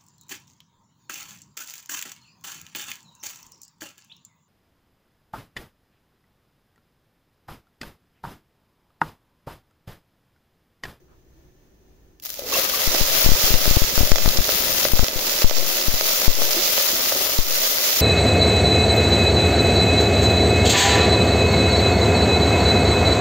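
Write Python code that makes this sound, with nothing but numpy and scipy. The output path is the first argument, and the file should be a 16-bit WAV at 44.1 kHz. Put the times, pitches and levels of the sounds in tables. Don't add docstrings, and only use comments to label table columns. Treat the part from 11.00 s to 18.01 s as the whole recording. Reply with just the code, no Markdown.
import sys
import numpy as np
from scipy import signal
from scipy.fft import rfft, irfft, next_fast_len
from scipy.io import wavfile
from scipy.ndimage import uniform_filter1d, minimum_filter1d

SR = 44100
rng = np.random.default_rng(int(sys.argv[2]) if len(sys.argv) > 2 else 0)


def put_to_file(sound):
    columns = np.atleast_2d(sound).T
    safe = np.clip(columns, -1, 1)
    whole_steps = np.round(safe * 32767)
    wavfile.write(sys.argv[1], SR, whole_steps.astype(np.int16))


N = 309141
TIME = np.arange(N) / SR
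TAPS = 4096
HZ = np.fft.rfftfreq(TAPS, 1 / SR)
EDGE_HZ = 15780
FLASH_S, PLUME_S, PLUME_WIDTH_S = 1.53, 3.07, 1

# (time [s], relative level [dB], left minus right [dB])
BOIL_VIGOUR = [(1.24, -37, 2), (1.45, -35, 2), (1.57, -21, -0.5), (1.67, -25, 5.5), (1.78, -22.5, 4.5),
               (2.05, -20.5, 1), (2.18, -21, 7.5), (2.3, -19.5, 0), (2.62, -20, 2.5), (3.8, -22.5, 4),
               (3.92, -26, 5.5), (3.97, -21.5, 1.5), (4.14, -26.5, 1.5), (4.28, -22, -1.5), (4.57, -24, 1),
               (4.75, -23, 0.5), (5.06, -23.5, 3.5), (5.15, -21.5, 1), (6.33, -21.5, 1), (6.45, -25, 3),
               (6.55, -22, 1), (7.01, -20.5, 0)]
# (frequency [Hz], level [dB])
SIZZLE_SPECTRUM = [(40, -17.5), (150, -24), (400, -13), (900, -10.5), (1600, -6.5), (3000, -2), (5200, 2),
                   (6800, 1), (9000, -5.5), (11000, -4.5), (13500, 1), (15600, 3)]
# (frequency [Hz], level [dB])
SNAP_SPECTRUM = [(100, -16.5), (500, -8), (1200, -2.5), (3000, -3), (5300, 4.5), (7000, 0), (10000, -34),
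                 (15500, -1)]
# (frequency [Hz], level [dB])
BUBBLE_SPECTRUM = [(40, -2), (130, -7), (250, 3), (600, -1), (900, -3), (2000, -11), (6000, -49)]
# (time [s], relative level [dB], treble against mids [dB], left minus right [dB])
STEAM_POPS = [(1.9451, -11, -4, -3), (1.9478, -9, -2, 2), (2.5396, -9, -1, 2), (2.655, -10, -3, -3),
              (2.9772, -9, -3, 0), (3.1168, -2, -4, 5), (3.1573, -11, 5, -3), (3.1827, -9.5, -2, -2),
              (3.2587, -9, -2, 3), (3.4905, -7.5, -2, -2), (3.8514, -6, -6, 2), (3.9915, -8.5, -3, 2),
              (4.0428, -11.5, 1, -3), (4.0823, -9.5, 3, -1), (4.4191, -12.5, 3, 1), (4.4958, -13.5, 8, -3),
              (4.5102, -9, -14, 0), (5.0093, -8, -1, 1), (5.2171, -12.5, 0, 2), (5.4186, -11, -3, -3),
              (5.7783, -8, -2, 0), (6.1206, -11, -10, 1)]
# (frequency [Hz], level [dB])
POP_SPECTRUM = [(60, -10), (250, 0), (600, -1), (1050, -9), (2800, -7), (5000, -8), (9000, -20),
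                (16000, -28)]
# (time [s], relative peak level [dB], left minus right [dB])
FIRST_DROPS = [(1.1987, -32, -1), (1.2241, -27, 9), (1.237, -26, 0), (1.251, -15, -2), (1.2583, -18.5, 13),
               (1.2664, -19, 0), (1.2918, -20, 8), (1.302, -13.5, 4), (1.3408, -17, 10), (1.3931, -15, 4)]
# (time [s], relative push or pull [1], longest hold [s])
STEAM_JOLTS = [(1.876, -0.42, .3), (2.0132, -0.61, 0.33), (2.246, -0.28, .3), (2.263, 1.2, .3),
               (2.2907, -0.87, .3), (2.319, -1.6, 0.035), (2.44, 0.38, .3), (2.506, -0.51, .012),
               (2.542, -1.4, .3), (2.6786, -0.7, .3), (2.711, 0.83, .3), (2.768, -1.8, 0.0049),
               (2.8198, -1.17, .027), (2.978, -0.71, 0.27), (3.0074, -1.2, 0.0059), (3.033, 0.9, .3),
               (3.119, -2.5, .3), (3.2593, -0.5, .3), (3.278, .9, .3), (3.388, -1.06, .02),
               (3.9356, 1.2, 0.33), (3.9944, -1.3, .3), (4.029, -0.95, 0.0063), (4.1607, -0.19, .3),
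               (4.4445, 2.4, 0.44), (4.883, -0.66, .3), (4.941, 0.42, .4), (5.28, -2, 0.62),
               (6.3892, -0.87, .4)]
# (frequency [Hz], level [dB])
BUFFET_SPECTRUM = [(20, -1), (70, 1), (220, -6), (500, -22.5), (2000, -68)]
# (time [s], starting pitch [Hz], relative level [dB], decay [s])
AIR_POCKETS = [(1.391, 560, -23.5, 0.0073), (1.434, 488, -30, 0.016), (1.462, 446, -29.5, .016),
               (1.524, 1120, -20, 0.0051), (1.541, 2690, -20, 0.013), (1.553, 1090, -20, .0071),
               (1.567, 663, -19.5, 0.0095), (1.582, 521, -24.5, .016), (1.736, 1135, -24, .014),
               (5.566, 338, -22, 0.018)]
# (frequency [Hz], level [dB])
SWISH_SPECTRUM = [(100, -4), (350, -2), (650, -12), (1300, -8), (2000, -20), (8000, -35)]
# (frequency [Hz], level [dB])
ROOM_SPECTRUM = [(20, -4), (42, -1), (60, 1), (100, -8), (200, -12.5), (370, -12.5), (560, -18.5),
                 (1200, -28), (5000, -34), (6300, -30.5), (8000, -42.5), (11000, -40.5), (15500, -32)]
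# (frequency [Hz], width [Hz], lift [dB])
HUM_BANDS = [(58, 12, 2), (129, 33, 5), (324, 14, 10.5), (370, 28, 8.5), (1770, 100, 8), (6300, 330, 5)]
# (frequency [Hz], width [Hz], lift [dB])
POT_MODES = [(369.5, 24, 8.5), (436, 22, 8), (527, 63, 11), (584, 110, 10), (644.4, 26, 11.5), (745, 15, 7),
             (1263, 93, 4), (2017, 44, 7), (2660, 39, 4), (3340, 72, 2.5)]
# (frequency [Hz], left minus right [dB])
MIC_FACING = [(100, 3), (600, 0), (2500, 0), (5200, -4), (7500, -2.5), (9500, 10.5), (11200, 2),
              (12500, 6.5), (15600, 2.5)]
# (frequency [Hz], width [Hz], depth in the left [dB], depth in the right [dB])
DUCT_NOTCHES = [(8137, 574, 29.6, 11.8), (11150, 920, 1.3, 11)]
# (frequency [Hz], correlation [1])
POT_LIKENESS = [(100, 0.75), (350, 0.72), (600, 0.91), (900, 0.56), (1300, 0.25), (1900, -0.063),
                (2500, 0.053), (4700, 0.0016), (7000, -0.022)]
# (frequency [Hz], correlation [1])
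ROOM_LIKENESS = [(60, 0.81), (300, 0.88), (650, .35), (1500, .05)]


def sizzle(level_db=3.5, wash_db=-1, flutter_db=0.72, surge_db=1.15, surges_per_s=14, merge=0.84, full_db=-24):
    db, pan_db = curves(BOIL_VIGOUR)
    crackle = bursts(per_s=1500, spread_db=1.0, ring_s=0.0013, scatter_db=5.5)
    wash_gain = amp(wash_db + merge * (db - full_db))
    wash = wash_gain * rng.standard_normal((2, N))
    drive = (crackle + wash) / np.hypot(1, wash_gain)
    drive = drive * amp(flutter_db * flutter(70))
    spectrum_db = read(SIZZLE_SPECTRUM) + pot_db() + echoes_db()
    hiss = unit(colour(pair(drive, POT_LIKENESS), spectrum_db))
    lowpass = signal.butter(1, 3500, fs=SR, output="sos")
    lower = signal.sosfiltfilt(lowpass, hiss)
    hiss = hiss + (amp(coarseness_db()) - 1) * lower
    surges = np.array([flutter(surges_per_s), flutter(surges_per_s)])
    return hiss * amp(db + level_db + surge_db * surges) * sides(pan_db)


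def coarseness_db(flash_db=5, settled_db=2, grow_db_per_s=42, settle_s=2.9):
    age = TIME - FLASH_S
    settling = (flash_db - settled_db) * np.exp(-np.maximum(age, 0) / settle_s)
    growth = grow_db_per_s * np.minimum(age, 0)
    return settled_db + settling + growth


def snaps(level_db=-8):
    db, _ = curves(BOIL_VIGOUR)
    drive = bursts(per_s=90, spread_db=2, ring_s=.001, scatter_db=5)
    return amp(db + level_db) * unit(colour(drive, read(SNAP_SPECTRUM) + pot_db()))


def bubbling(level_db=-35, follow=0.64, full_db=-22, start_s=1.34, build_s=0.084,
             heave_db=1, calm_s=6.38, calm_db=-4):
    drive = bursts(per_s=260, spread_db=1.0, ring_s=0.0064, scatter_db=7)
    boil_db = follow * (curves(BOIL_VIGOUR)[0] - full_db)
    db = level_db + boil_db + heave_db * flutter(7) + calm_db * (TIME > calm_s)
    build = np.clip((TIME - start_s) / build_s, 0, 1)
    ringing = unit(colour(pair(drive, POT_LIKENESS), read(BUBBLE_SPECTRUM) + pot_db()))
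    return build * amp(db) * ringing


def pops(body_db=-1, crack_db=1, snap_s=.00012, spray_db=-14):
    out, path_db = np.zeros((2, N)), pot_db()
    for s, db, treble_db, pan_db in STEAM_POPS:
        width_s = snap_s * amp(-treble_db / 6) * rng.uniform(.9, 1.1)
        u = (TIME[:TAPS] - .0014) / width_s
        swing = -u * np.exp(-u ** 2 / 2)
        spray = puff(rise_s=.0013, fall_s=.0008, tail_db=-13, tail_s=.004)
        body = peaked(colour(swing + amp(spray_db) * spray, read(POP_SPECTRUM) + path_db))
        crack = peaked(colour(spray, read(SNAP_SPECTRUM) + path_db))
        pop = amp(body_db) * body + amp(treble_db + crack_db) * crack
        add(out, s, amp(db) * sides(pan_db) * pop)
    return out


def spits(level_db=1, bright_db=4):
    out = np.zeros((2, N))
    tone_db = read(SIZZLE_SPECTRUM) + pot_db() + bright_db * HZ / HZ[-1]
    for s, db, pan_db in FIRST_DROPS:
        crack = colour(puff(rise_s=.001, fall_s=.0008, tail_db=-15, tail_s=.007), tone_db)
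        add(out, s, amp(db + level_db) * sides(pan_db) * peaked(crack))
    return out


def thumps(edge_s=0.00055, leak_s=0.051, right_db=-36):
    pressure = np.zeros(N)
    for s, push, hold_s in STEAM_JOLTS:
        start = round(s * SR)
        u = TIME[:N - start] / leak_s
        pressure[start:] = push * (1 - u) * np.exp(-u) * (u < hold_s / leak_s)
    t = (np.arange(257) - 128) / SR
    edge = 1 / np.cosh(np.pi * t / edge_s) ** 2
    smoothed = np.convolve(pressure, edge / edge.sum(), "same")
    return amp([[0], [right_db]]) * smoothed


def rumble(level_db=-38, pan_db=14):
    drive = bursts(per_s=90, spread_db=1, ring_s=0.0061, scatter_db=3)
    gusts = colour(drive, read(BUFFET_SPECTRUM))
    return amp(level_db) * sides(pan_db) * unit(gusts) * plume(TIME) ** 2


def plume(s):
    return np.exp(-((s - PLUME_S) / PLUME_WIDTH_S) ** 2 / 2)


def spatter(level_db=-32, pan_db=-3, lag_s=.5):
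    drive = bursts(per_s=14, spread_db=1, ring_s=.0009, scatter_db=4)
    cracks = unit(colour(drive, read(SNAP_SPECTRUM) + pot_db()))
    return (TIME > FLASH_S) * amp(level_db) * sides(pan_db) * plume(TIME - lag_s) * cracks


def pour(level_db=-37, start_s=1.5, fade_s=0.99, ring_hz=1130, width_hz=220):
    detuning = ring_hz / width_hz * (HZ / ring_hz - ring_hz / (HZ + 1))
    hollow_db = -10 * np.log10(1 + detuning ** 2)
    churn = colour(bursts(per_s=500, spread_db=5, ring_s=0.0018, scatter_db=6), hollow_db)
    age = np.maximum(TIME - start_s, 0)
    return amp(level_db) * unit(churn) * np.minimum(age / 0.034, 1) * np.exp(-age / fade_s)


def gulps(rise_per_s=1.45):
    out, t = np.zeros((2, N)), TIME[:TAPS]
    for s, hz, db, decay_s in AIR_POCKETS:
        tone = np.sin(2 * np.pi * hz * t * (1 + rise_per_s * t / 2))
        ring = tone * np.exp(-t / decay_s) * np.minimum(t / 0.0013, 1)
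        add(out, s, amp(db) * sides(1) * ring)
    return out


def spatula(s=0.12, length_s=0.043, level_db=-59):
    swish = unit(colour(rng.standard_normal((2, N)), read(SWISH_SPECTRUM)))
    return amp(level_db) * swish * np.exp(-((TIME - s) / length_s) ** 2)


def kitchen(level_db=-55, waver_db=-1.0):
    noise = pair(rng.standard_normal((2, N)), ROOM_LIKENESS)
    air = colour(noise, read(ROOM_SPECTRUM) + lifts(HUM_BANDS))
    return amp(level_db + waver_db * flutter(11.0)) * unit(air)


def pot_db():
    notches = 0
    for hz, width, left, right in DUCT_NOTCHES:
        notches = notches + np.array([[left], [right]]) / (1 + (2 * (HZ - hz) / width) ** 2)
    return lifts(POT_MODES) - notches + np.array([[.5], [-.5]]) * read(MIC_FACING)


def echoes_db(echo_db=-27, latest_s=.03, count=16):
    delay = rng.uniform(0.0032, latest_s, (count, 2, 1))
    depth = amp(echo_db) * HZ / (HZ + 900)
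    echoes = depth * np.exp(-2j * np.pi * HZ * delay).sum(0)
    return 20 * np.log10(abs(1 + echoes) + 1e-3)


def lifts(modes):
    return np.max([db / (1 + (2 * (HZ - hz) / width) ** 2) for hz, width, db in modes], axis=0)


def bursts(per_s, spread_db, ring_s, scatter_db):
    happens = rng.random(N) < per_s / SR
    size = amp(spread_db * np.minimum(rng.exponential(1, N), 5)) * happens
    power = (size * sides(scatter_db * rng.standard_normal(N))) ** 2
    power = signal.lfilter([1], [1, -np.exp(-2 / (ring_s * SR))], power)
    return unit(np.sqrt(power) * rng.standard_normal((2, N)))


def puff(rise_s, fall_s, tail_db, tail_s):
    t = TIME[:TAPS]
    fall = np.exp(-np.maximum(t - rise_s, 0) / fall_s)
    tail = amp(tail_db) * np.exp(-t / tail_s)
    shape = np.minimum(t / rise_s, 1) ** 2 * (fall + tail)
    return shape * rng.standard_normal((2, TAPS))


def flutter(per_s):
    knots = rng.standard_normal(N // 20)
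    return unit(np.interp(TIME * per_s, np.arange(len(knots)), knots))


def pair(x, likeness):
    size = next_fast_len(2 * N)
    correlation = read(likeness, np.fft.rfftfreq(size, 1 / SR))
    turn = np.arcsin(np.clip(correlation, -1, 1)) / 2
    z = rfft(x, size)
    return irfft(np.cos(turn) * z + np.sin(turn) * z[::-1], size)[:, :N]


def colour(x, db):
    cepstrum = irfft(np.log(amp(np.atleast_2d(db))))
    cepstrum[:, 1:TAPS // 2] *= 2
    cepstrum[:, TAPS // 2 + 1:] = 0
    impulse = irfft(np.exp(rfft(cepstrum)))
    return signal.fftconvolve(x, impulse, axes=1)[:, :x.shape[1]]


def amp(db):
    return 10 ** (np.asarray(db) / 20)


def unit(x):
    return x / np.sqrt(np.mean(x ** 2) + 1e-20)


def peaked(x):
    return x / abs(x.mean(0)).max()


def sides(pan_db):
    return amp(np.array([pan_db, -pan_db]).reshape(2, -1) / 2)


def read(points, hz=HZ):
    f, value = np.transpose(points)
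    return np.interp(np.log(hz + 1), np.log(f + 1), value)


def curves(table):
    s, *columns = np.transpose(table)
    return [np.interp(TIME, s, c) for c in columns]


def add(mix, s, sound):
    part = mix[:, round(s * SR):][:, :sound.shape[1]]
    part += sound[:, :part.shape[1]]


def limiter(x, threshold_db=-13, slope=0.3, sense_s=0.0043, hold_s=0.093, ahead_s=0.0041,
            glide_s=0.013, link=0.28):
    power = abs(uniform_filter1d(x ** 2, round(sense_s * SR), axis=1))
    level_db = 10 * np.log10(power + 1e-12)
    cut_db = -slope * np.maximum(level_db - threshold_db, 0)
    hold = round((hold_s + ahead_s) * SR)
    cut_db = minimum_filter1d(cut_db, hold, axis=1, origin=(hold - 1) // 2 - round(ahead_s * SR))
    cut_db = uniform_filter1d(cut_db, round(glide_s * SR), axis=1)
    return x * amp(np.minimum(cut_db, link * cut_db[::-1]))


def scene():
    wet = np.clip((TIME - 1.215) / 0.023, 0, 1) ** 2
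    boil = wet * (sizzle() + snaps() + bubbling() + rumble())
    events = pops() + spits() + thumps() + spatter() + pour() + gulps()
    return boil + events + spatula() + kitchen()


def record(dry):
    held = limiter(dry)
    rounded = held / (1 + (held / .9) ** 8) ** (1 / 8)
    lowpass = signal.firwin(1023, EDGE_HZ, window=("kaiser", 8), fs=SR)
    return signal.oaconvolve(rounded, lowpass[None], "same")


dry = scene()
out = record(dry)
put_to_file(out)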